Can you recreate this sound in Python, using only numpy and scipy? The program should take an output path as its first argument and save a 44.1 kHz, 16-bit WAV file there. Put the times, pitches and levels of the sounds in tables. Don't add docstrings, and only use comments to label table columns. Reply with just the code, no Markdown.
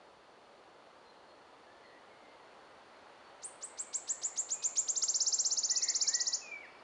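import sys
import numpy as np
from scipy import signal
from scipy.fft import rfft, irfft
from scipy.io import wavfile
from scipy.ndimage import uniform_filter1d, map_coordinates

SR = 44100
rng = np.random.default_rng(int(sys.argv[2]) if len(sys.argv) > 2 else 0)


def wav_out(sig):
    wavfile.write(sys.argv[1], SR, np.round(np.clip(np.atleast_2d(sig).T, -1, 1) * 32767).astype(np.int16))


N = 301203
TIME = np.arange(N) / SR


def songbird(trill_from_s=4.935, changeover_s=.06, flick_db=-52):
    out = np.zeros(N)
    for s, rise, lead, top_hz, db in opening_notes() + trill_notes():
        haste = 1 / (1 + np.exp((trill_from_s - s) / changeover_s))
        offset, note = rising_note(rise, top_hz, haste, lead)
        add(out, s + offset, from_db(db) * note)
        add(out, s + rise + 0.0024, from_db(flick_db) * (1 - haste) ** 6 * flick(top_hz))
    return out


# time of the knee in seconds, length of the rise in seconds, relative level in dB.
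SPACED_NOTES = [(3.4336, .029, -37.5), (3.625, .027, -36.5), (3.7872, 0.026, -32.5), (3.941, .023, -28),
                (4.0896, .029, -27), (4.234, .032, -28), (4.3756, 0.03, -26.5), (4.506, .033, -27.5),
                (4.6388, .029, -24), (4.7712, 0.029, -22.5), (4.8858, .024, -24.5), (4.9623, 0.021, -26)]
def opening_notes(first_top_hz=9200, settled_top_hz=7440, settle_s=.49, lead_share=.48):
    s, rise, db = np.transpose(SPACED_NOTES)
    top_hz = settled_top_hz + (first_top_hz - settled_top_hz) * np.exp((s[0] - s) / settle_s)
    return list(zip(s, rise, lead_share * rise, top_hz, db))


# time in seconds, relative level in dB, top pitch in Hz, length of the rise in seconds.
TRILL_COURSE = [(5.02, -25, 7510, 0.02), (5.2, -24.5, 7340, .0225), (5.39, -25, 7520, 0.022),
                (5.636, -26, 7110, 0.022), (5.70, -24.5, 7240, 0.022), (5.95, -24.5, 7310, 0.017),
                (6.08, -22.5, 7310, .0162), (6.21, -25.5, 7140, .015), (6.335, -25.2, 7060, .018)]
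def trill_notes(start_s=5.0248, count=22, gap_s=.06026, gap_growth_s=.000213, spread_hz=30):
    k = np.arange(count)
    s = start_s + k * gap_s + gap_growth_s * k * (k - 1) / 2
    lead = .0095 + .00035 * k
    when, *columns = np.transpose(TRILL_COURSE)
    db, top_hz, rise = [np.interp(s, when, column) for column in columns]
    return list(zip(s, rise, lead, top_hz + spread_hz * rng.standard_normal(count), db))


# place in the note (below 0 is the lead-in,
# 0 the knee, 1 the top), pitch in Hz before stretching, relative level in dB.
TSIP_SHAPE = [(-1.2, 1740, -16.5), (-0.78, 2650, -15.5), (-0.42, 3700, -14), (-0.11, 4600, -13.5),
              (0.064, 5790, -8.5), (0.21, 6480, -8), (0.5, 7130, -2), (0.76, 7400, -3), (0.99, 7980, -6.5),
              (1.13, 7650, -9), (1.6, 6900, -28)]
TRILL_SHAPE = [(-1, 3460, -30), (-0.7, 3920, -16), (-0.51, 4070, -11.5), (-0.11, 4600, -6),
               (0.068, 5265, -1), (0.28, 5770, -3), (0.54, 6400, -2), (0.81, 7170, -2), (0.96, 7400, -5.5),
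               (1.16, 7050, -7.5), (1.6, 5800, -29.5)]
OVERTONES_DB = [-3, -18.5]
# frequency in Hz, boost or cut in dB.
THROAT = [(2000, -25.5), (2800, -12.5), (3800, -4.5), (5000, 0), (7400, 1.5), (9000, 4), (11000, -14.5)]
def rising_note(rise, top_hz, haste, lead, jitter=0.0058, flutter_db=1.0,
                overtone_fade_hz=7650, trill_overtone_db=-17.5):
    shape = (1 - haste) * np.array(TSIP_SHAPE) + haste * np.array(TRILL_SHAPE)
    places, pitches, levels = shape.T
    times = places * np.where(places < 0, lead, rise)
    t = np.arange(times[0], times[-1], 1 / SR)
    hz = uniform_filter1d(np.interp(t, times, pitches), size=80)
    climb = np.clip(t / rise, 0, 1)
    hz = hz * (top_hz / hz.max()) ** np.sqrt(climb)
    hz = hz * (1 + jitter * (2 - 2.1 * climb) * wander(t, 296))
    phase = 2 * np.pi * np.cumsum(hz) / SR
    tone = gain_at(THROAT, hz) * np.sin(phase)
    for k, db in enumerate(OVERTONES_DB, 2):
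        passed = gain_at(THROAT, k * hz) / (1 + (k * hz / overtone_fade_hz) ** 4) * (k * hz < SR / 2)
        tone = tone + from_db(db + haste * trill_overtone_db) * passed * np.sin(k * phase)
    loudness = from_db(np.interp(t, times, levels) + flutter_db * wander(t, 296))
    return t[0], tone * loudness * soft_ends(t, 0.00079)


def flick(top_hz, above_hz=1700, fall=0.15, length_s=0.0062):
    t = np.arange(0, length_s, 1 / SR)
    hz = (top_hz + above_hz) * (1 - fall * (t / length_s) ** 2)
    return gain_at(THROAT, hz) * np.sin(2 * np.pi * np.cumsum(hz) / SR) * soft_ends(t, 0.0013)


# frequency in Hz, boost in dB.
SIDEWAYS = [(3000, 4), (4200, 6), (5400, 3), (7000, 2.5), (8000, 3), (9500, 7.5), (11000, 3.5)]
def among_trees(song, branches_db=-14, trunks_db=-14):
    thrown = coloured(song, SIDEWAYS)
    branches = from_db(branches_db) * scatter(thrown, first_s=0.00071, ring_s=0.11)
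    trunks = from_db(trunks_db) * scatter(thrown, first_s=0.011, ring_s=0.41)
    return song + branches + trunks


# start and length in seconds, first, middle and last pitch in Hz,
# level in dB, swell from start to end in dB, depth of the warble in Hz.
THRUSH_NOTES = [(5.705, 0.048, 1780, 1983, 1890, -50.5, 6, 3), (5.768, 0.047, 2550, 2610, 2460, -55, 9, 5),
                (5.808, .125, 2076, 2000, 2070, -50, 5, 165), (6.032, 0.036, 2450, 2270, 2000, -50, 1, 6),
                (6.072, 0.055, 1560, 1780, 1880, -53, -3, 0),
                (6.115, 0.1, 1787, 1929, 1926, -44.5, 11, -18), (6.41, 0.104, 2660, 2467, 2412, -50, 2, -2),
                (6.51, 0.12, 2403, 2287, 2284, -45, -13, -6), (6.625, 0.044, 2280, 1950, 1556, -50, -5, -2)]
def thrush(echo_db=-6):
    direct = whistles(THRUSH_NOTES, waver=0.0056, fade_s=0.011)
    return direct + from_db(echo_db) * scatter(direct, first_s=0.018, ring_s=0.68)


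def whistles(rows, waver, fade_s, warbles_per_s=73.7, slip_radians=.7):
    out = np.zeros(N)
    for s, length, start_hz, middle_hz, end_hz, db, swell_db, depth_hz in rows:
        t = np.arange(0, length, 1 / SR)
        progress = t / length
        bend = np.polyfit([0, .5, 1], [start_hz, middle_hz, end_hz], 2)
        hz = np.polyval(bend, progress) * (1 + waver * wander(t, 120))
        hz += depth_hz * np.sin(2 * np.pi * warbles_per_s * t + slip_radians * wander(t, 70))
        loudness = from_db(db + swell_db * (progress - .5)) * soft_ends(t, fade_s)
        add(out, s, loudness * np.sin(2 * np.pi * np.cumsum(hz) / SR))
    return out


# start in seconds, level in dB.
TWIG_TICKS = [(5.0361, -41.5), (5.0385, -44.5)]
# pitch in Hz, relative level in dB, seconds to fade by 60 dB.
TWIG_TONES = [(1420, 0, 0.027), (2050, -3, 0.0089), (3100, 0, 0.01)]
def twig():
    out, t = np.zeros(N), np.arange(SR // 10) / SR
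    ring = sum(from_db(db - 60 * t / ring_s) * np.sin(2 * np.pi * hz * t) for hz, db, ring_s in TWIG_TONES)
    for s, db in TWIG_TICKS:
        add(out, s, from_db(db) * ring)
    return out


# start and length in seconds, pitch in Hz,
# glide over the note in Hz, relative level in dB, depth of the warble in Hz.
WARBLER_NOTES = [(1.66, 0.081, 1739, 88, -62, 0), (1.82, 0.16, 1940, -120, -61.5, 92),
                 (2.097, 0.079, 2144, -100, -61.5, 60), (2.229, 0.091, 2100, 50, -63, 45),
                 (3.659, 0.088, 2112, 99, -64, 70), (3.771, 0.23, 2283, -41.5, -64.5, 100),
                 (4.08, .07, 1815, 29.5, -57, -2), (4.16, .21, 2112, -51.5, -63, 167),
                 (4.52, 0.16, 2493, 60, -58.5, 49), (4.658, 0.14, 2280, 147, -60.5, 92.5),
                 (6.61, 0.089, 2570, -650, -60, 120)]
# start in seconds, pitch in Hz, relative level in dB.
PEEPS = [(1.05, 4140, -62.5), (1.27, 4290, -69), (1.83, 4250, -68), (2.92, 4200, -68), (3.23, 4460, -67.5)]
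def far_birds(peep_s=.07, twitter_at_s=6.569, slur_gap_s=.0725, slur_s=0.023, slur_hz=(5540, 4780, 4180),
              slur_db=-64.5, direct_db=-4, echo_db=-4):
    warbles = [(s, length, hz - glide_hz / 2, hz, hz + glide_hz / 2, db, 0, depth_hz)
               for s, length, hz, glide_hz, db, depth_hz in WARBLER_NOTES]
    peeps = [(s, peep_s, hz, hz, hz, db, 0, 0) for s, hz, db in PEEPS]
    twitter = [(twitter_at_s + k * slur_gap_s, slur_s, *slur_hz, slur_db, 0, 0) for k in range(4)]
    calls = whistles(warbles, waver=0.0095, fade_s=.013)
    calls += whistles(peeps, waver=.006, fade_s=0.012)
    calls += whistles(twitter, waver=.008, fade_s=0.0046)
    return from_db(direct_db) * calls + from_db(echo_db) * scatter(calls, first_s=.01, ring_s=.8)


# time in seconds, level of the low hush in dB.
BREEZE_COURSE = [(0, -62), (1.2, -61.5), (3.2, -60.5), (5.0, -60.5), (6.83, -60)]
# frequency in Hz, relative level in dB.
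HUSH_COLOUR = [(15, -59.5), (25, -29.5), (55, -14.5), (161, -12.5), (312, -4), (405, -2), (569, 0.5),
               (695, -0.5), (849, -0.5), (939, -1.5), (1270, -3.5), (1550, -7), (2050, -10), (2310, -12.5),
               (3000, -13.5), (3900, -40), (6600, -120)]
HISS_COLOUR = [(2000, -13), (2900, -1.5), (3500, 0), (3800, -2), (4150, -3), (4350, 3), (4540, -4),
               (4750, -2.5), (4920, -7.5), (7200, -13), (8000, -18), (8800, -15), (9800, -16.5),
               (11000, -29)]
def breeze(split_hz=1000, top_hz=3000, needles_db=-65, needles_follow=2.3, hiss_db=-69.5, hiss_follow=.45,
           gust_at_s=3.3, gust_s=1.2, gust_db=1.7):
    wind_db = np.interp(TIME, *np.transpose(BREEZE_COURSE))
    gust = np.exp(-((TIME - gust_at_s) / gust_s) ** 2)
    stir_db = needles_follow * (wind_db - wind_db.mean()) + gust_db * gust
    air = signal.sosfilt(signal.butter(4, top_hz, fs=SR, output="sos"), noise(HUSH_COLOUR))
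    low = signal.sosfiltfilt(signal.butter(2, split_hz, fs=SR, output="sos"), air)
    hush = rms_one(low) * from_db(wind_db)
    needles = rms_one(air - low) * from_db(needles_db + stir_db)
    hiss = noise(HISS_COLOUR) * from_db(hiss_db + hiss_follow * stir_db)
    return hush + needles + hiss


def scatter(x, first_s, ring_s):
    t = np.arange(int(1.5 * SR)) / SR
    echoes = rng.standard_normal(len(t)) * (t > first_s) * from_db(-60 * t / ring_s)
    return signal.fftconvolve(x, echoes / np.sqrt(np.sum(echoes ** 2)))[:N]


def from_db(db):
    return 10 ** (np.asarray(db) / 20)


def rms_one(x):
    return x / np.sqrt(np.mean(x ** 2) + 1e-20)


def gain_at(points, hz):
    freqs, db = np.transpose(points)
    return from_db(np.interp(np.log(np.maximum(hz, 1)), np.log(freqs), db))


def coloured(x, spectrum):
    return irfft(rfft(x) * gain_at(spectrum, np.fft.rfftfreq(N, 1 / SR)), N)


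def noise(spectrum):
    return rms_one(coloured(rng.standard_normal(N), spectrum))


def add(out, start, sound):
    i = round(start * SR)
    out[i:i + len(sound)] += sound[:N - i]


def wander(t, per_s):
    knots = rng.standard_normal(int((t[-1] - t[0]) * per_s) + 3)
    return map_coordinates(knots, [(t - t[0]) * per_s], order=3, mode="nearest")


def soft_ends(t, fade_s):
    from_edge = np.minimum(t - t[0], t[-1] - t)
    return np.sin(np.pi / 2 * np.clip(from_edge / fade_s, 0, 1)) ** 2


def scene():
    return (among_trees(songbird()) + thrush() + far_birds() + twig() + breeze())[None, :]


def record(dry, cutoff_hz=10900):
    return signal.sosfilt(signal.cheby1(12, .1, cutoff_hz, fs=SR, output="sos"), dry)


dry = scene()
out = record(dry)
wav_out(out)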